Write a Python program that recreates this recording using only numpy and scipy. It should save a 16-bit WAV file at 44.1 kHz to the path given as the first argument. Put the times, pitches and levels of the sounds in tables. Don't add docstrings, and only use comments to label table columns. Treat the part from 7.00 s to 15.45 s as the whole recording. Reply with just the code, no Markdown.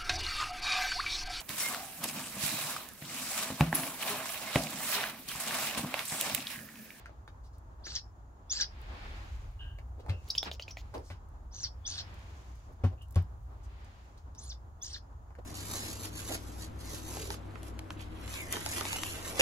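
import sys
import numpy as np
from scipy import signal
from scipy.fft import rfft, irfft, next_fast_len
from scipy.io import wavfile
from scipy.ndimage import uniform_filter1d, map_coordinates

SR = 44100
rng = np.random.default_rng(int(sys.argv[2]) if len(sys.argv) > 2 else 0)


def volts_from_db(level):
    exponent = np.asarray(level, float) / 20
    return 10 ** exponent


def put_to_file(sound):
    columns = np.atleast_2d(sound).T
    safe = np.clip(columns, -1, 1)
    whole_steps = np.round(safe * 32767)
    wavfile.write(sys.argv[1], SR, whole_steps.astype(np.int16))


N = 372644


def unit(x):
    return x / np.sqrt(np.mean(x ** 2) + 1e-20)


def along(points, hz):
    f, v = np.transpose(points)
    return np.interp(np.log(hz + 1), np.log(f + 1), v)


def curves(rows):
    s, *cols = np.transpose(rows)
    return [np.interp(np.arange(N) / SR, s, c) for c in cols]


def bursts(tables, fade_s):
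    rows = []
    for t in tables:
        rows += [(t[0][0] - fade_s, -110), *t, (t[-1][0] + fade_s, -110)]
    return volts_from_db(curves(rows)[0])


def swells(rows, round_by):
    t = np.arange(0, N + 64, 64) / SR
    power = 0
    for s, rise_s, fall_s, db in rows:
        away = np.where(t < s, (s - t) / rise_s, (t - s) / fall_s)
        power = power + volts_from_db(db - 22 * away ** round_by) ** 2
    return np.interp(np.arange(N) / SR, t, np.sqrt(power))


def wobble(rate_hz):
    knots = rng.standard_normal(int(N * rate_hz / SR) + 4)
    return map_coordinates(knots, [np.arange(N) * rate_hz / SR])


def filtered(x, response):
    m = next_fast_len(x.shape[-1] + 8192)
    return irfft(rfft(x, m) * response(np.fft.rfftfreq(m, 1 / SR)), m)[..., :x.shape[-1]]


def shaped(x, spectrum):
    return filtered(x, lambda hz: volts_from_db(along(spectrum, hz)))


def resonance(centre_hz, width_hz):
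    return lambda f: 1j * f * width_hz / (centre_hz ** 2 - f * f + 1j * f * width_hz)


def resonated(x, centre_hz, width_hz):
    return filtered(x, lambda f: resonance(centre_hz, width_hz)(f) ** 2)


def peaked(x):
    return x / np.abs(x).max()


def add(track, s, sound):
    part = track[round(s * SR):][:len(sound)]
    part += sound[:len(part)]


# frequency in Hz, correlation from -1 to 1.
LIKENESS = [(60, 1), (130, 0.89), (290, 0.75), (640, 0.36), (1410, -0.39), (3100, 0.0), (6820, 0.1),
            (15000, -0.1)]


def rush(spectrum):
    def shape(hz):
        turn = np.arccos(np.clip(along(LIKENESS, hz), -1, 1)) / 2
        return volts_from_db(along(spectrum, hz)) * [np.cos(turn), np.sin(turn)]
    mid, side = filtered(rng.standard_normal((2, N)), shape)
    return unit(np.array([mid + side, mid - side]))


# frequency in Hz, t60 in seconds.
WALL_T60 = [(300, .1), (2000, .09), (4500, .11), (5200, .2), (5900, .12), (8000, .09), (14000, .06)]
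# frequency in Hz, left lead in radians.
PORT_LEAD = [(0, 0), (1550, 1.4), (3400, 2.1), (3480, -2.2), (5340, -1.9), (8440, -1.2), (9300, 0),
             (13100, 1), (16000, -.8)]


def pen(x, wet_db, pan_db, lag_samples=0, lead=((1, 0),)):
    sign = np.array([[1], [-1]])

    def ports(hz):
        phase = along(lead, hz) / 2 - np.pi * hz * lag_samples / SR
        return volts_from_db(sign * pan_db / 2) * np.exp(1j * phase * sign)
    direct = filtered(x, ports)
    hz, t, z = signal.stft(rng.standard_normal((2, SR // 4)), SR, nperseg=128)
    mid, side = signal.istft(z * volts_from_db(-60 * t / along(WALL_T60, hz)[:, None]), SR, nperseg=128)[1]
    side = filtered(side, lambda f: 1j * f / (500 + 1j * f))
    tail = np.array([mid + side, mid - side]) / np.linalg.norm(mid + side)
    late = np.pad(x, (180, 0))[None]
    return direct + volts_from_db(wet_db) * signal.fftconvolve(late, tail, axes=1)[:, :N]


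# time in seconds, level in dB.
RUMBLE = [(0.0, -53), (0.87, -51.5), (1.39, -55.5), (1.55, -53), (2.57, -44), (2.89, -48), (3.58, -49.5),
          (3.97, -46.5), (4.19, -53), (5.04, -47), (5.46, -52.5), (6.47, -47), (7.13, -53.5), (7.51, -49),
          (8.0, -53), (8.45, -49.5)]
# peak in seconds, rise in seconds, fall in seconds, level in dB.
PASSING = [
    (2.55, 1.26, 0.34, -47.5),
]
# frequency in Hz, density in dB per Hz.
DEEP_SPECTRUM = [(20, -28), (30, 16.5), (45, 22.5), (58, 10), (70, -53)]
# frequency in Hz, density in dB per Hz.
HUM_SPECTRUM = [(45, -14), (58, 14.5), (72, 7), (100, 2.5), (140, -10.5), (200, -52.5)]


def rumble():
    strength_db, = curves(RUMBLE)
    swing_db = strength_db - strength_db.mean()
    deep = np.hypot(volts_from_db(-57.5 + 0.55 * swing_db), swells(PASSING, round_by=3.4))
    hum = volts_from_db(-48 + swing_db + 0.6 * wobble(16))
    return deep * volts_from_db(1.4 * wobble(2.8)) * rush(DEEP_SPECTRUM) + hum * rush(HUM_SPECTRUM)


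# peak in seconds, rise in seconds, fall in seconds, shavings in dB,
# feathers over them in dB.
STIRS = [
    (0, .1, 0.2, -63.5, -26),
    (2.04, 0.48, 0.56, -52.5, -15.5),
    (3.298, 0.19, 0.18, -65.5, 0),
    (3.476, 0.037, 0.038, -43, -33.5),
    (3.849, 0.48, 0.43, -69.5, -8.5),
    (5.058, .3, 0.79, -59, -10.5),
    (6.84, 0.39, 0.49, -63.5, -12.5),
]
# frequency in Hz, density in dB per Hz.
AIR_SPECTRUM = [(90, -31), (150, -8.5), (300, -12), (500, -16), (850, -11), (1200, -14.5), (1700, -24),
                (2300, -35.5), (3200, -39), (6000, -42.5), (15800, -60)]
# frequency in Hz, density in dB per Hz.
SHAVINGS_SPECTRUM = [(900, -12), (1500, 1), (2300, -1), (3500, -5.5), (5000, -10.5), (7000, -34),
                     (8000, -28), (10000, -36.5)]
# frequency in Hz, density in dB per Hz.
FEATHERS_SPECTRUM = [(3000, -12), (5000, -3), (6800, 0), (8200, -11.5), (12000, -13.5), (15800, -18)]


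def rustle():
    lag = .45
    feather_rows = [(s + lag * fall_s, rise_s + lag * fall_s, (1 - lag) * fall_s, db + up_db)
                    for s, rise_s, fall_s, db, up_db in STIRS]
    shavings = swells([row[:4] for row in STIRS], round_by=1.6)
    feathers = swells(feather_rows, round_by=2.35)
    air = np.hypot(volts_from_db(-61.5), volts_from_db(-0.5) * shavings)
    out = air * volts_from_db(1.5 * wobble(22)) * rush(AIR_SPECTRUM)
    out += shavings * volts_from_db(0.44 * wobble(37)) * rush(SHAVINGS_SPECTRUM)
    return out + feathers * volts_from_db(1.2 * wobble(67)) * rush(FEATHERS_SPECTRUM)


# start in seconds, length in seconds, centre in Hz, level in dB.
BRUSHES = [(0, 0.02, 2960, -70.5), (0.426, 0.061, 4500, -72), (0.524, 0.04, 4930, -75.5),
           (1.467, 0.012, 5890, -87), (2.994, .02, 3000, -65.5), (3.066, 0.074, 5950, -74.5),
           (3.941, 0.013, 3000, -52.5), (3.936, 0.082, 9070, -78.5), (4.018, .13, 5360, -66),
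           (5.718, 0.017, 10660, -78), (6.156, 0.048, 12070, -78), (6.626, 0.039, 5970, -70.5),
           (6.844, 0.006, 5940, -64), (7.174, 0.01, 4300, -64), (7.348, 0.0055, 4650, -60),
           (7.812, 0.037, 11900, -69), (7.846, 0.014, 11000, -64)]


def brushes():
    out = np.zeros(N)
    for s, length_s, hz, db in BRUSHES:
        grains = rng.standard_normal(SR // 6) * volts_from_db(4.2 * rng.standard_normal(SR // 6))
        band = unit(resonated(grains, hz, 3000 + 0.18 * hz))[:round(length_s * SR)]
        add(out, s, volts_from_db(db) * signal.windows.tukey(len(band), .6) * band)
    return out


def clicks(rows, sharp, t60_s, crack_db):
    out, t = np.zeros(N), np.arange(SR // 20) / SR
    for s, db, hz, low_db in rows:
        burst = rng.standard_normal(len(t)) * volts_from_db(-60 * t / t60_s)
        ring = peaked(resonated(burst, hz, hz / sharp))
        knock = peaked(resonated(burst, 600, 600))
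        crack = peaked(resonated(burst, 3800, 4000))
        add(out, s, volts_from_db(db) * (ring + volts_from_db(crack_db) * crack + volts_from_db(low_db + 15) * knock))
    return out


# start in seconds, peak in dB, centre in Hz, low knock in dB.
TICKS = [(0.058, -38, 1490, -54), (0.094, -59.5, 950, 1), (0.277, -41, 910, -27), (.279, -48.5, 2750, -33),
         (0.867, -36.5, 1400, -19.5), (2.786, -44.5, 2070, -14), (3.063, -40, 736, -39),
         (3.084, -43.5, 780, -12.5), (3.096, -32.5, 2570, -41), (3.94, -37, 784, -35),
         (4.101, -53, 1140, -6), (8.305, -54, 840, -12), (8.352, -46, 1360, -38.5),
         (8.384, -60.5, 1400, -23)]


def claws():
    return clicks(TICKS, sharp=1.5, t60_s=.018, crack_db=-13)


# start in seconds, peak in dB, centre in Hz, t60 in seconds.
SNAPS = [(.582, -56, 8000, .021), (1.8037, -61, 11050, 0.017), (1.8156, -52, 12600, 0.012),
         (1.869, -59, 13000, .012), (2.513, -65.5, 11000, .012), (3.0913, -79, 11000, 0.027),
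         (3.241, -61, 6000, .021), (3.26, -65.5, 12000, .021), (3.2854, -46, 12000, 0.0373),
         (3.306, -40, 11970, .04), (3.357, -46.5, 11980, 0.054), (3.431, -42.5, 12000, .05),
         (3.532, -51, 12130, 0.042), (3.611, -58.5, 11960, .03), (4.288, -59, 10000, .015),
         (5.142, -49.5, 7460, .015), (5.192, -57, 9000, .015), (5.555, -55.5, 7980, 0.013),
         (6.0198, -53.5, 7000, 0.1), (6.085, -56.5, 6940, 0.014), (6.108, -47.5, 9800, 0.027),
         (6.124, -49, 10000, 0.026), (6.146, -46, 3000, 0.019), (6.1523, -74.5, 12900, 0.023),
         (6.1577, -33, 3000, 0.021), (6.225, -50.5, 12500, .01), (6.431, -64, 8000, .015)]


def snaps():
    out, t = np.zeros(N), np.arange(SR // 12) / SR
    for s, db, hz, t60_s in SNAPS:
        burst = rng.standard_normal(len(t)) * volts_from_db(-60 * t / t60_s)
        add(out, s, volts_from_db(db) * peaked(resonated(burst, hz, 1.7 * hz)))
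    return out


def whistles(strokes, rough_db, waver, octave_db, beat=0):
    out, flutter, drift = np.zeros(N), wobble(350), wobble(250)
    for stroke in strokes:
        s, hz, db = np.transpose(stroke)
        i = np.arange(round(s[0] * SR), round(s[-1] * SR))
        turn = 2 * np.pi * np.cumsum(np.interp(i / SR, s, hz) * (1 + waver * drift[i])) / SR
        size = volts_from_db(np.interp(i / SR, s, db) + rough_db * flutter[i])
        size = size * signal.windows.tukey(len(i), 80 / len(i))
        beating = 1 + beat * np.sin(2 * np.pi * 315 * i / SR + drift[i])
        tone = np.sin(turn) + volts_from_db(octave_db) * np.sin(2 * turn)
        out[i] += size * beating * tone * np.sqrt(2)
    return out


def glide(s, length_s, start_hz, end_hz, db, edge_db):
    middle = (s + length_s / 2, (start_hz + end_hz) / 2, db)
    return [(s, start_hz, db - edge_db), middle, (s + length_s, end_hz, db - edge_db)]


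FALL_HZ_PER_S, LANDING_HZ = 112000, 3580


def landing(beg, gap_hz):
    return beg[1] + (beg[4] - gap_hz - LANDING_HZ) / FALL_HZ_PER_S


# start in seconds, bill shuts in seconds, rise in seconds, start in Hz,
# top in Hz.
BEGS = [
    (.838, .94, .075, 4300, 7900),
    (1.497, 1.599, .055, 5150, 7450),
    (4.512, 4.615, .085, 4800, 8350),
    (4.855, 4.98, .06, 4360, 8550),
    (7.378, 7.492, .04, 5400, 8250),
    (7.817, 7.929, .056, 5200, 8550),
]
# whistle opening in dB, whistle closing in dB, breath opening in dB,
# breath closing in dB.
EFFORT = [(-44, -30.5, -48, -40.5), (-27.5, -24, -42, -34), (-53.5, -31, -60.5, -43),
          (-35, -63, -46, -37.5), (-38.5, -66, -60, -56), (-32.5, -66.5, -54.5, -48)]
# hoarse opening croak in dB, gap of the low closing glide under the call's
# top in Hz, # closing glide in dB.
LOW_NOTES = [(-66, 1500, -52), (-54.5, 2200, -35.5), (-87.5, 900, -47.5), (-45.5, 4300, -40.5),
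             (-80, 1600, -47), (-57, 2500, -42)]
# joins after in seconds, first in Hz, last in Hz, level in dB,
# tires by in dB.
HELD = [(.03, 2400, 7500, -62, 5), (0.017, 4600, 6700, -46.5, 11.5), (0.027, 6000, 5900, -52.5, 2),
        (.022, 6150, 6200, -40.5, 35), (0.009, 6200, 7200, -58, 7), (0.02, 5100, 6800, -46, 26)]
# thin held whistle in dB, lift before the bill shuts in Hz, twin of the held note
# as pitch ratio, twin over it in dB.
CREST = [(-70, 50, 1.22, -6), (-70, 50, .78, -3), (-70, 200, 1.1, -4), (-75, 100, 1.1, -10),
         (-69, 600, .86, -12), (-66, 500, 1.2, -1.5)]
# frequency in Hz, gain in dB.
BILL_GAIN = [(4100, -10), (4600, 0), (5300, -5), (6100, -2), (7000, -9), (7500, -26), (9500, -39)]
# start in seconds, length in seconds, start in Hz, end in Hz, level in dB.
ASIDES = [
    (1.58, 0.041, 1820, 1500, -40.5),
    (7.414, 0.052, 8200, 12000, -57),
    (4.89, .035, 9000, 10000, -63),
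    (7.96, 0.0069, 2100, 1540, -42.5),
]


def voices():
    clear, hoarse = [glide(*row, edge_db=17.5) for row in ASIDES], []
    for beg, effort, low, note, crest in zip(BEGS, EFFORT, LOW_NOTES, HELD, CREST):
        s, shut, rise_s, start_hz, top_hz = beg
        open_db, shut_db = effort[:2]
        croak_db, gap_hz, close_db = low
        join_s, first_hz, last_hz, held_db, tire_db = note
        thread_db, lift_hz, twin, twin_db = crest

        t = np.arange(s, shut + (top_hz - 4400) / FALL_HZ_PER_S, .001)
        hz = start_hz + (top_hz - start_hz) * np.sin(np.pi / 2 * np.minimum((t - s) / rise_s, 1))
        hz = hz - FALL_HZ_PER_S * np.maximum(t - shut, 0)
        hz = hz + lift_hz * np.exp(-((t - shut) / 0.014) ** 2)
        opening = open_db + along(BILL_GAIN, hz) - 12.5 * np.maximum(1 - (t - s) / 0.016, 0)
        closing = shut_db + along(BILL_GAIN, hz * 1.1)
        db = np.where(t < shut, opening, closing)
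        thread = np.maximum(db, thread_db + 4 * (t > shut))
        clear.append(np.transpose([t, hz, np.where(hz > 6400, thread, db)]))

        for ratio, level in [(1, held_db), (twin, held_db + twin_db)]:
            hoarse.append([(s + join_s, ratio * first_hz, level + 2),
                           (s + join_s + 0.00745, ratio * first_hz, level),
                           (shut, ratio * last_hz, level - tire_db)])
        hoarse.append(glide(s - .004, 0.026, 3400, 3650, croak_db, edge_db=7))
        landed = landing(beg, gap_hz)
        clear.append([(shut, top_hz - gap_hz, close_db - 2.5), (landed, LANDING_HZ, close_db),
                      (landed + .009, LANDING_HZ, close_db - 9)])
    return clear, hoarse


def breaths():
    out = []
    for beg, (*_, open_db, shut_db), low in zip(BEGS, EFFORT, LOW_NOTES):
        s, shut = beg[:2]
        end = landing(beg, low[1]) + 0.0027
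        out.append([(s + 0.01, open_db - 10), (s + 0.03, open_db), (shut, 0.59 * open_db + 0.5 * shut_db),
                    (end, shut_db), (end + 0.029, shut_db - 10.5)])
    return out


# frequency in Hz, density in dB per Hz.
THROAT_SPECTRUM = [(1000, -19.5), (1650, -9), (2300, -18.5), (3100, -6.5), (3650, -3), (4300, 2.5),
                   (5300, -1.5), (6300, -8.5), (7400, -16.5), (8100, -33.5), (9700, -30.5), (10300, -36)]


def rasp():
    calls = breaths()
    air = shaped(rng.standard_normal(N) * volts_from_db(2 * wobble(300)), THROAT_SPECTRUM)
    hz, t, z = signal.stft(air, SR, nperseg=256)
    streaks = uniform_filter1d(rng.standard_normal(z.shape), size=2, axis=0)
    streaks = uniform_filter1d(streaks, size=4, axis=1)
    gape = 0
    for call in calls:
        s, end = call[0][0], call[-1][0]
        gape = gape + np.sin(np.pi * np.clip((t - s) / (end - s), 0, 1))
    edge_hz = 6200 + 4200 * np.sqrt(np.abs(gape))
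    edge = 1 / (1 + (hz[:, None] / edge_hz) ** 24)
    streaky = signal.istft(z * edge * volts_from_db(3.5 * unit(streaks)), SR, nperseg=256)[1][:N]
    fizz = shaped(rng.standard_normal(N) * volts_from_db(3 * wobble(200)), FEATHERS_SPECTRUM)
    flow = bursts(calls, fade_s=0.029)
    fizz_flow = np.minimum(flow, volts_from_db(-61.5))
    return unit(streaky) * flow * volts_from_db(1.5) + unit(fizz) * fizz_flow * volts_from_db(-10)


def begging():
    upper, lower = voices()
    clear = whistles(upper, rough_db=2.5, waver=.006, octave_db=-58, beat=0.36)
    hoarse = whistles(lower, rough_db=5.5, waver=.022, octave_db=-58)
    return clear + hoarse + rasp()


# start in seconds, centre in Hz, width in Hz, t60 in seconds, level in dB.
FAR_CALLS = [
    (2.59, 2940, 336, 0.43, -48.5),
    (2.597, 1594, 170, 0.6, -58),
    (3.101, 2680, 200, 0.31, -51),
    (5.976, 2700, 447, 0.076, -55.5),
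    (6.009, 2900, 397, 0.066, -47),
]


def far_bird():
    out, t = np.zeros(N), np.arange(SR // 4) / SR
    for s, hz, width_hz, t60_s, db in FAR_CALLS:
        band = unit(resonated(rng.standard_normal(len(t)), hz, width_hz))
        fade = (1 - np.exp(-t / 0.014)) * np.minimum(1, (t[-1] - t) / .06)
        add(out, s, volts_from_db(db - 60 * t / t60_s) * fade * band)
    return out


# peak in seconds, rise in seconds, fall in seconds, level in dB.
SCUFFS = [
    (3.0, 0.053, 0.033, -50.5),
    (3.1, 0.12, 0.15, -50.5),
    (3.484, .03, 0.11, -51.5),
    (3.954, 0.017, 0.082, -36.5),
    (5.7, 0.035, 0.04, -57),
    (5.93, .03, 0.048, -49.5),
    (6.518, 0.029, 0.19, -63),
    (8.39, 0.008, 0.021, -43.5),
]
# frequency in Hz, density in dB per Hz.
DRAG_SPECTRUM = [(120, -28), (250, 3), (500, 6), (900, -2.5), (2000, -21.5), (4000, -28), (8000, -39.5)]


def scuffs():
    return swells(SCUFFS, round_by=1.2) * volts_from_db(0.5 * wobble(120)) * rush(DRAG_SPECTRUM)


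# start in seconds, peak in dB, floor in Hz, plank in dB, boards in dB.
THUMPS = [
    (3.09, -23, 93.7, -22, -30),
    (4.101, -35.5, 87.3, -15.5, -14.5),
    (5.837, -16.5, 97.3, -10, -17.5),
    (6.159, -15.5, 92.5, -35, -20.5),
]
# frequency in Hz, level in dB, t60 in seconds.
BOARD_MODES = [(361, -1, 0.11), (553, 8, 0.05), (750, -3.5, 0.14), (1083, -4.5, 0.12), (1530, -58, .05)]
# frequency in Hz, density in dB per Hz.
SLAP_SPECTRUM = [(500, -6), (1200, -2), (3000, -7.5), (5000, -16.5), (7500, -28), (9000, -30),
                 (15800, -36.5)]


def thumps():
    out, litter, t = np.zeros(N), np.zeros(N), np.arange(SR // 2) / SR

    def loose_tone(hz):
        return np.sin(2 * np.pi * hz * t + hz / 9000 * np.cumsum(rng.standard_normal(len(t))))
    for s, db, floor_hz, plank_db, board_db in THUMPS:
        modes = [(154, -13, 0.22), (240, plank_db, .13)]
        modes += [(hz, level + board_db, t60_s) for hz, level, t60_s in BOARD_MODES]
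        ring = sum(volts_from_db(level - 60 * t / t60_s) * loose_tone(hz) for hz, level, t60_s in modes)
        boom = 2.1 * (1 - np.exp(-t / .011)) * volts_from_db(-60 * t / .15) * loose_tone(floor_hz)
        add(out, s, volts_from_db(db) * ((1 - np.exp(-t / 0.003)) * ring + boom))
        slap = unit(shaped(rng.standard_normal(len(t)), SLAP_SPECTRUM))
        add(litter, s, volts_from_db(-44.5 + 0.2 * (db + 6.5) - 60 * t / 0.17) * slap)
    return out, litter


# start in seconds, peak in dB, ring in Hz, low knock in dB, wheeze in dB.
CLACKS = [
    (3.2793, -48, 4360, -23, -56.5),
    (3.351, -28, 3240, -33, -51),
    (3.4293, -24.5, 3300, -21.5, -52.5),
    (3.514, -29, 3200, -24.5, -53),
    (3.5964, -31.5, 2593, -24, -56.5),
    (3.68, -35, 2470, -23, -56),
    (3.7701, -34.5, 2180, -19, -55),
]
# frequency in Hz, density in dB per Hz.
WHEEZE_SPECTRUM = [(1200, -19.5), (2600, -3), (4000, -1), (7300, -6.5), (8300, -25), (11000, -21),
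                   (15800, -15)]


def clacks():
    bill = clicks([row[:-1] for row in CLACKS], sharp=4, t60_s=.011, crack_db=-25)
    puffs = [[(s, db), (s + 0.029, db - 3.5), (s + 0.045, db - 8.5)] for s, *_, db in CLACKS]
    air = shaped(rng.standard_normal(N) * volts_from_db(3 * wobble(400)), WHEEZE_SPECTRUM)
    return bill + unit(air) * bursts(puffs, fade_s=.004)


# start in seconds, length in seconds, level in dB.
CHIRPS = [
    (3.301, 0.014, -30.5),
    (3.378, 0.011, -26),
    (3.455, 0.0085, -35),
    (3.534, 0.0059, -36.5),
    (3.623, 0.008, -39.5),
    (3.71, 0.0036, -42),
    (3.794, 0.0032, -49),
    (3.979, 0.0049, -55),
]
# start in seconds, start in Hz, level in dB.
UNDER = [
    (3.304, 3850, -39.5),
    (3.382, 3336, -33.5),
    (3.626, 3000, -48),
    (3.709, 5440, -43.5),
]


def chirps():
    rows = [(s, 4260, 6930, length_s, db) for s, length_s, db in CHIRPS]
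    rows += [(s, hz, 1.13 * hz, 0.015, db) for s, hz, db in UNDER]
    strokes = [[(s, a, db - 0.5), (s + length_s / 2, (a + b) / 2, db - 4.5), (s + length_s, b, db - 23.0)]
               for s, a, b, length_s, db in rows]
    return whistles(strokes, rough_db=6.0, waver=0.0081, octave_db=-28.5)


def scene():
    floor, slaps = thumps()
    litter = slaps + claws() + far_bird() + brushes()
    out = rumble() + rustle() + scuffs()
    out += pen(litter, wet_db=-3, pan_db=.6, lead=PORT_LEAD)
    out += pen(snaps(), wet_db=-10, pan_db=.6, lead=PORT_LEAD)
    out += pen(begging(), wet_db=-10, pan_db=.8, lead=PORT_LEAD)
    out += pen(floor, wet_db=-12, pan_db=1.5, lag_samples=-2)
    return out + pen(clacks() + chirps(), wet_db=-9, pan_db=0, lag_samples=-.5)


def roll_off(x):
    return signal.sosfilt(signal.butter(12, 16450, fs=SR, output="sos"), x)


# frequency in Hz, density in dB per Hz.
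HISS_SPECTRUM = [(1500, -6.5), (3000, -6), (5500, -9.5), (6800, 7.5), (8000, -12), (11000, -10.5),
                 (15800, -10)]


def record(dry):
    hiss = unit(shaped(rng.standard_normal((2, N)), HISS_SPECTRUM))
    mix = filtered(dry + volts_from_db(-82.0) * hiss, lambda hz: hz < 15830)
    return roll_off(mix)


dry = scene()
out = record(dry)
put_to_file(out)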